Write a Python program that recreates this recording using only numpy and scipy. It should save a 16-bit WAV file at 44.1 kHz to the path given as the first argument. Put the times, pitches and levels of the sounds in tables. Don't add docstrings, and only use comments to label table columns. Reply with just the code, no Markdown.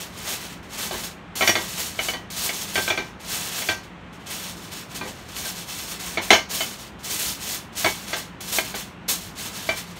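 import sys
import numpy as np
from scipy import signal
from scipy.fft import rfft, irfft, next_fast_len
from scipy.io import wavfile

SR = 44100
rng = np.random.default_rng(int(sys.argv[2]) if len(sys.argv) > 2 else 0)


def store_wav(level_fs):
    pcm = np.round(np.clip(np.atleast_2d(level_fs), -1, 1) * 32767)
    wavfile.write(sys.argv[1], SR, pcm.T.astype(np.int16))


N = 440559

# start in seconds, rise in seconds (at least 0.002 is used), hold in seconds, level in dB.
FOIL_PRESSES = [(0, 0.0017, 0.025, -37), (.1, .04, .03, -51), (0.159, 0.021, 0.065, -41.5),
                (0.215, 0.078, 0.046, -31), (0.394, .02, 0.042, -40.5), (0.485, 0.015, .03, -48),
                (0.625, .005, .02, -55.5), (0.685, 0.026, .02, -47), (0.715, .02, 0.062, -40.5),
                (0.772, 0.016, 0.084, -31.5), (.9, 0.022, 0.09, -35.5), (1.021, 0.018, 0.0065, -34.5),
                (1.353, .003, 0.15, -30.5), (1.449, 0.025, 0.018, -27), (1.524, 0.022, .1, -36),
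                (1.652, 0.036, 0.14, -36), (1.762, 0.017, 0.09, -32.5), (1.855, 0.019, .04, -42.5),
                (1.935, 0.1, 0.073, -33), (2.301, .002, 0.043, -37.5), (2.345, 0.029, 0.084, -31),
                (2.406, 0.035, 0.024, -26), (2.516, 0.019, 0.06, -33), (2.61, .004, .015, -33.5),
                (2.664, 0.022, .07, -40.5), (2.728, .02, 0.077, -32.5), (2.799, 0.025, 0.068, -32.5),
                (2.945, 0.024, 0.0078, -45), (2.997, 0.018, 0.058, -54), (3.193, 0.011, 0.062, -48.5),
                (3.245, 0.054, 0.19, -32), (3.505, .02, .06, -34.5), (3.566, 0.019, .13, -33.5),
                (3.828, 0.0053, 0.0079, -57), (4.124, .006, .01, -56.5), (4.19, .01, 0.05, -62),
                (4.257, 0.011, 0.022, -44), (4.293, 0.014, 0.092, -35.5), (4.415, 0.014, 0.075, -39),
                (4.55, .02, 0.061, -49), (4.613, .01, 0.054, -46), (4.707, .015, 0.023, -43.5),
                (4.75, 0.018, 0.042, -42), (4.877, 0.036, .01, -46), (4.942, .01, 0.023, -38),
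                (5.008, 0.025, 0.039, -48), (5.063, .015, .02, -42.5), (5.145, .01, 0.14, -54.5),
                (5.278, 0.011, 0.053, -48), (5.342, 0.025, 0.094, -35), (5.446, 0.0089, .04, -32),
                (5.542, 0.018, 0.064, -39), (5.665, 0.027, 0.093, -35.5), (5.766, 0.022, 0.055, -35.5),
                (5.86, 0.023, .04, -35), (5.988, 0.013, 0.11, -37), (6.105, .015, 0.022, -39.5),
                (6.209, .01, 0.073, -38), (6.306, .005, 0.025, -29), (6.488, 0.017, .02, -36),
                (6.511, 0.041, 0.079, -29), (6.652, 0.017, 0.067, -40), (6.775, 0.017, 0.036, -42),
                (6.985, .01, 0.034, -55), (7.029, 0.02, .03, -34), (7.073, 0.039, 0.055, -30),
                (7.184, .01, 0.12, -28), (7.385, 0.04, 0.052, -35), (7.451, 0.046, 0.046, -29.5),
                (7.72, .01, .02, -54), (7.752, 0.025, 0.13, -30), (7.913, 0.018, 0.11, -41.5),
                (8.054, 0.028, 0.05, -38), (8.145, 0.024, 0.013, -33.5), (8.3, .02, .02, -75),
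                (8.404, .002, 0.009, -34.5), (8.437, .01, .04, -41), (8.469, 0.0091, 0.024, -34),
                (8.511, 0.017, 0.052, -24.5), (8.63, 0.018, 0.057, -39), (8.743, 0.008, 0.048, -34),
                (9.08, 0.0086, 0.028, -22.5), (9.195, .02, 0.063, -43), (9.352, 0.036, 0.079, -35),
                (9.504, 0.054, 0.12, -39.5), (9.66, .01, 0.056, -39.5), (9.752, 0.018, 0.018, -36),
                (9.863, .01, .04, -51), (9.95, .015, .03, -49)]
RISE_DB, SAG_DB_PER_S, RELEASE_DB_PER_S = 16.5, 19.5, 271
FIRM_DB, COARSER_PER_DB = -38.5, 0.1866
# time in seconds, change of the largest facets in dB.
BROAD_FOLDS = [(0, 1), (.8, 3), (1.1, -3), (1.5, 0), (1.9, -5), (2.1, -1), (2.4, -6.5), (3.2, -1), (4, 2),
               (4.5, -2.5), (5.2, 0), (5.6, -6.5), (6.2, 1), (6.55, -5), (7.5, -9), (8.15, 0), (8.5, -9),
               (8.75, 2.5), (9.15, -17), (9.4, -0.5), (9.99, -4)]
# frequency in Hz, relative density in dB per Hz.
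FOIL_COLOUR = [(240, -40), (400, 4.5), (644, -41), (877, -7.5), (947, -6.5), (1120, -23), (1350, -5),
               (4340, 0), (10300, -5.5), (15100, -11), (15800, -3)]

# start in seconds, thud level in dB before hardness,
# pan ring in dB and support ring in dB (both relative to the thud level), hardness in dB per octave,
# first and second mode favoured by the contact point in Hz, strength of those two in dB,
# share of the free decay time left by the hands.
PAN_KNOCKS = [(0.277, -26, -23, -18, 5.5, 605, 1186, -7.5, .96),
              (0.91, -17.5, -15, -23.5, -4, 380, 605, -15, 0.77),
              (0.939, -18, -31, -22, -2.5, 2971, 2112, -21, 0.32),
              (1.409, -10, -24, -12.5, -1, 2350, 2112, -8.5, .56),
              (1.423, -11, -11.5, -14, -1.5, 1944, 2221, -12, 0.77),
              (1.476, -4, -15.5, -16, 2, 2350, 5680, -9.5, 0.39),
              (1.493, -12, -2.5, -10.5, -1.5, 5700, 2405, -3, 0.51),
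              (1.554, -8, -18.5, -18, -1.5, 2150, 1600, -13, 0.84),
              (1.99, -12, -16, -17.5, -1.5, 2971, 2221, -10, 0.46),
              (2.085, -13.5, -15, -17, -0.5, 2971, 2221, -8, 0.51),
              (2.136, -17.5, -17.5, -26, -3, 3040, 1944, -14, 0.94),
              (2.493, -12, -21.5, -22.5, 0, 2150, 2221, -14.5, 0.55),
              (2.756, -7, -18, -19.5, 1, 1565, 2221, -16, .53),
              (2.777, -13, -14, -16, -2.5, 1565, 2405, -8, 0.75),
              (2.878, -9.5, -24, -20.5, 0, 1565, 2405, -11, 0.53),
              (2.902, -9.5, -13.5, -21, -1, 2420, 2350, -9, 0.91),
              (2.976, -13.5, -14, -23, -2, 2350, 2420, -10, 0.99),
              (3.621, -22.5, -15, -11, 3.5, 2221, 2150, -12, .51),
              (3.688, -7, -15, -26, 0, 1565, 2350, -13.5, 0.85),
              (5.012, -21, -15, -22, -5, 1565, 1186, -14, 0.78),
              (5.05, -28.5, -20, -20, -6, 1186, 605, -14, 0.9),
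              (5.456, -29.5, -13, -13, 2, 605, 1565, -4.5, 0.49),
              (6.173, -9, -20, -23, -2.5, 2150, 2240, -11.5, 0.75),
              (6.305, 9, -36, -19, -.5, 4070, 3040, -22, 0.45),
              (6.33, -2, -16.5, -15.5, -0.5, 1320, 3040, -20, 0.88),
              (6.606, -12, -24, -23, -0.5, 3040, 2150, -10.5, 0.65),
              (7.845, -4, -18, -18, -1.5, 2112, 605, -14.5, 0.53),
              (7.862, -11.5, -25, -20.5, -2.5, 2112, 2221, -6.5, 0.64),
              (8.131, -9.5, -19, -22.5, 0, 2112, 1600, -14, 0.8),
              (8.585, -9.5, -8.5, -15.5, -1, 1600, 2112, -8, 0.37),
              (8.742, -17.5, -19, -29, -3, 2112, 2221, -17, .5),
              (9.69, -11.5, -12, -18, -1.5, 644, 2350, -6, 0.82)]
# frequency in Hz, relative level in dB, undamped 60 dB decay time in seconds.
PAN_MODES = [(380, -15, 0.33), (1186, -10, 0.25), (1565, -8, 0.25), (1918, -8, 0.36), (2405, 2, 0.16),
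             (2971, -9.5, 0.2), (3430, 0, 0.039), (4070, -29, 0.19), (4320, -10, 0.12), (4567, 1, 0.074),
             (94, -16, 0.34), (5800, -23, 0.17), (5700, -43, 0.18)]
# frequency in Hz, relative level in dB, undamped 60 dB decay time in seconds.
SUPPORT_MODES = [(322, -8, 0.15), (480, -11.5, 0.11), (605, -4.5, 0.22), (640, 4.5, 0.071),
                 (702, -11, 0.057), (1120, -10, 0.18), (1320, -4.5, 0.24), (1600, -29, 0.097),
                 (2112, 3.5, 0.12), (2150, -6.5, 0.11), (2339, -5, 0.2), (2240, -6, 0.2), (2190, 2, 0.058),
                 (3040, -10.5, 0.18), (3460, -9, 0.12), (5680, -10, 0.088), (6600, -18, 0.24)]
# frequency in Hz, relative density in dB per Hz.
THUD_COLOUR = [(40, -13), (80, -28), (180, -15), (310, 4), (450, -6.5), (650, 0.5), (1300, -0.5),
               (2300, -3), (4200, 0), (5000, -10), (6300, -9), (12000, -50)]
# frequency in Hz, undamped 60 dB decay time in seconds.
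THUD_DECAY = [(100, 0.38), (600, 0.26), (2500, 0.21), (9000, 0.36)]

# frequency in Hz, relative density in dB per Hz.
ROOM_COLOUR = [(20, -62), (50, -3), (100, -7), (180, -5), (300, -9), (500, -15.5), (1000, -14), (1900, -19),
               (3000, -23), (5000, -37), (8000, -44), (15000, -62)]
# frequency in Hz, width in Hz, level in dB.
HUM_LINES = [(95.7, 2.9, -61.5), (175.5, 11.6, -50.5), (198.2, 4.2, -54.5)]
# frequency in Hz, width in Hz, depth in dB.
RESPONSE_DIPS = [(4960, 610, -3), (10400, 1900, -4.5)]

ROOM_TONE_DB = -41.5
KITCHEN_T60_S, KITCHEN_DB = 0.22, -7.5
MIC_LOW_HZ, CUTOFF_HZ = 45.3, 15750


def from_db(db):
    return 10 ** (np.asarray(db) / 20)


def rms_one(x):
    return x / np.sqrt(np.mean(x ** 2) + 1e-20)


def at_hz(points, hz):
    table_hz, values = np.array(points).T
    return np.interp(np.log(hz), np.log(table_hz), values)


def coloured(x, gain_of_hz):
    size = next_fast_len(N)
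    hz = np.maximum(np.arange(size // 2 + 1) * SR / size, 1)
    return irfft(rfft(x, size) * gain_of_hz(hz), size)[..., :N]


def drift(rate):
    knots = rng.standard_normal(int(N / SR * 400))
    return np.interp(np.arange(N) / SR * rate, np.arange(len(knots)), knots)


def ring(clicks, hz, t60):
    radius = from_db(-60 / (t60 * SR))
    step = 2 * np.pi * hz / SR
    return signal.lfilter([0, np.sin(step)], [1, -2 * radius * np.cos(step), radius ** 2], clicks + 1e-18)


def dying(start_s, t60):
    start = round(start_s * SR)
    t = np.arange(min(N - start, round(1.5 * t60 * SR))) / SR
    return slice(start, start + len(t)), from_db(-60 * t / t60)


def foil(per_s=20000, spread_db=1.0, cycles=7.2, clump_db=1.0, slips_per_s=22.0, slip_power=0.24, slip_s=0.026):
    level_db = pressing()
    coarseness = COARSER_PER_DB * (FIRM_DB - level_db)
    folds_db = np.interp(np.arange(N) / SR, *np.transpose(BROAD_FOLDS))

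    slips = slip_power * rng.exponential(1, N) * (rng.random(N) < slips_per_s / SR)
    clumps = 1 + signal.lfilter([1], [1, -np.exp(-1 / (slip_s * SR))], slips)
    activity = np.sqrt(clumps / clumps.mean()) * from_db(level_db + clump_db * drift(25))

    sizes = from_db(spread_db * np.minimum(rng.exponential(1, N), 5)) * rng.choice([-1, 1], N)
    clicks = sizes * (rng.random(N) < per_s / SR)

    pitches = np.geomspace(450, 15100, 30)
    dealt = rng.integers(0, 30, N)
    weights = from_db(at_hz(FOIL_COLOUR, pitches)) * np.sqrt(pitches)
    weights /= np.sqrt(np.sum(weights[pitches > 7000] ** 2))
    out = np.zeros(N)
    for k, hz in enumerate(pitches):
        t60 = cycles * (hz / 4000) ** 0.94 / hz
        facet = rms_one(ring(clicks * (dealt == k), hz, t60))
        shift_db = coarseness * np.log2(10000 / hz) + folds_db * np.clip(np.log2(3500 / hz), 0, 1)
        out += weights[k] * from_db(shift_db) * facet
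    return activity * out


def pressing():
    power = np.full(N, 1e-10)
    for start_s, rise_s, hold_s, level_db in FOIL_PRESSES:
        start = round(start_s * SR)
        rise_s = max(rise_s, .002)
        t = np.arange(min(N - start, round(.7 * SR))) / SR - rise_s
        shape_db = RISE_DB * np.minimum(t / rise_s, 0)
        shape_db -= SAG_DB_PER_S * np.clip(t, 0, hold_s)
        shape_db -= RELEASE_DB_PER_S * np.maximum(t - hold_s, 0)
        power[start:start + len(t)] += from_db(2 * (level_db + shape_db))
    return 10 * np.log10(power)


def rings(scatter_db=3.5, chatter_s=.012, chatter_db=-22.5):
    out = np.zeros(N)
    t = np.arange(round(.4 * SR)) / SR
    hz, level_db, t60 = np.transpose(PAN_MODES + SUPPORT_MODES)[..., None]
    on_pan = np.arange(len(hz))[:, None] < len(PAN_MODES)
    for start_s, peak_db, pan_db, support_db, hardness, first_hz, second_hz, favoured_db, free in PAN_KNOCKS:
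        start = round(start_s * SR)
        strength_db = level_db + np.where(on_pan, pan_db, support_db)
        strength_db += hardness * np.log2(np.maximum(hz, 300) / 2000)
        strength_db += scatter_db * rng.standard_normal(hz.shape)
        favoured = np.argmin(np.abs(hz - [first_hz, second_hz]), axis=0)
        strength_db[favoured] = favoured_db
        strength = from_db(strength_db) * rng.choice([-1, 1], hz.shape)
        modes = strength * from_db(-60 * t / (t60 * free)) * np.sin(2 * np.pi * hz * t)
        sound = np.sum(modes, axis=0)

        contact = np.zeros(round(.03 * SR))
        bounces = (rng.random(5) * chatter_s * SR).astype(int)
        contact[bounces] = from_db(chatter_db) * rng.standard_normal(5)
        contact[0] = 1
        sound = signal.fftconvolve(sound, contact)[:N - start]
        out[start:start + len(sound)] += from_db(peak_db) * sound
    return out


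def thuds(crest_db=10.0, rattle_s=0.0075):
    out = np.zeros(N)
    noise = rms_one(coloured(rng.standard_normal(N), lambda hz: from_db(at_hz(THUD_COLOUR, hz))))
    edges = 35 * 2. ** np.arange(0, 9.5)
    for low, high in zip(edges, edges[1:]):
        hz = np.sqrt(low * high)
        envelope = np.zeros(N)
        for start_s, peak_db, _, _, hardness, *_, free in PAN_KNOCKS:
            gain = from_db(peak_db - crest_db + hardness * np.log2(max(hz, 300) / 2000))
            t60 = at_hz(THUD_DECAY, hz) * free
            where, fall = dying(start_s, t60)
            held = from_db(60 * rattle_s / t60)
            envelope[where] += gain * np.minimum(fall * held, 1)
        band = signal.butter(2, [low, high], "band", fs=SR, output="sos")
        out += signal.sosfilt(band, noise * envelope)
    return out


def kitchen(x):
    t = np.arange(round(.5 * SR)) / SR
    onset = np.minimum(t / 0.00043, 1)
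    tail = rng.standard_normal(len(t)) * from_db(-60 * t / KITCHEN_T60_S) * onset
    return signal.fftconvolve(x, tail / np.sqrt(np.sum(tail ** 2)))[:N]


def room_tone():
    noise = coloured(rng.standard_normal(N), lambda hz: from_db(at_hz(ROOM_COLOUR, hz)))
    out = from_db(ROOM_TONE_DB) * rms_one(noise)
    for line_hz, width_hz, level_db in HUM_LINES:
        line = coloured(rng.standard_normal(N), lambda hz: 1 / (1 + (2 * (hz - line_hz) / width_hz) ** 2))
        out += from_db(level_db) * rms_one(line)
    return out


def scene():
    near = foil() + rings() + thuds()
    mono = near + from_db(KITCHEN_DB) * kitchen(near) + room_tone()
    return np.array([mono, mono])


def record(dry):
    dry = signal.sosfilt(signal.butter(2, MIC_LOW_HZ, "high", fs=SR, output="sos"), dry)
    for hz, width_hz, depth_db in RESPONSE_DIPS:
        b, a = signal.iirpeak(hz, hz / width_hz, fs=SR)
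        dry = dry + (from_db(depth_db) - 1) * signal.lfilter(b, a, dry)
    rounded = .95 * np.tanh(dry / .95)
    top_cut = signal.ellip(16, .3, 95, CUTOFF_HZ, fs=SR, output="sos")
    return signal.sosfilt(top_cut, rounded)


dry = scene()
out = record(dry)
store_wav(out)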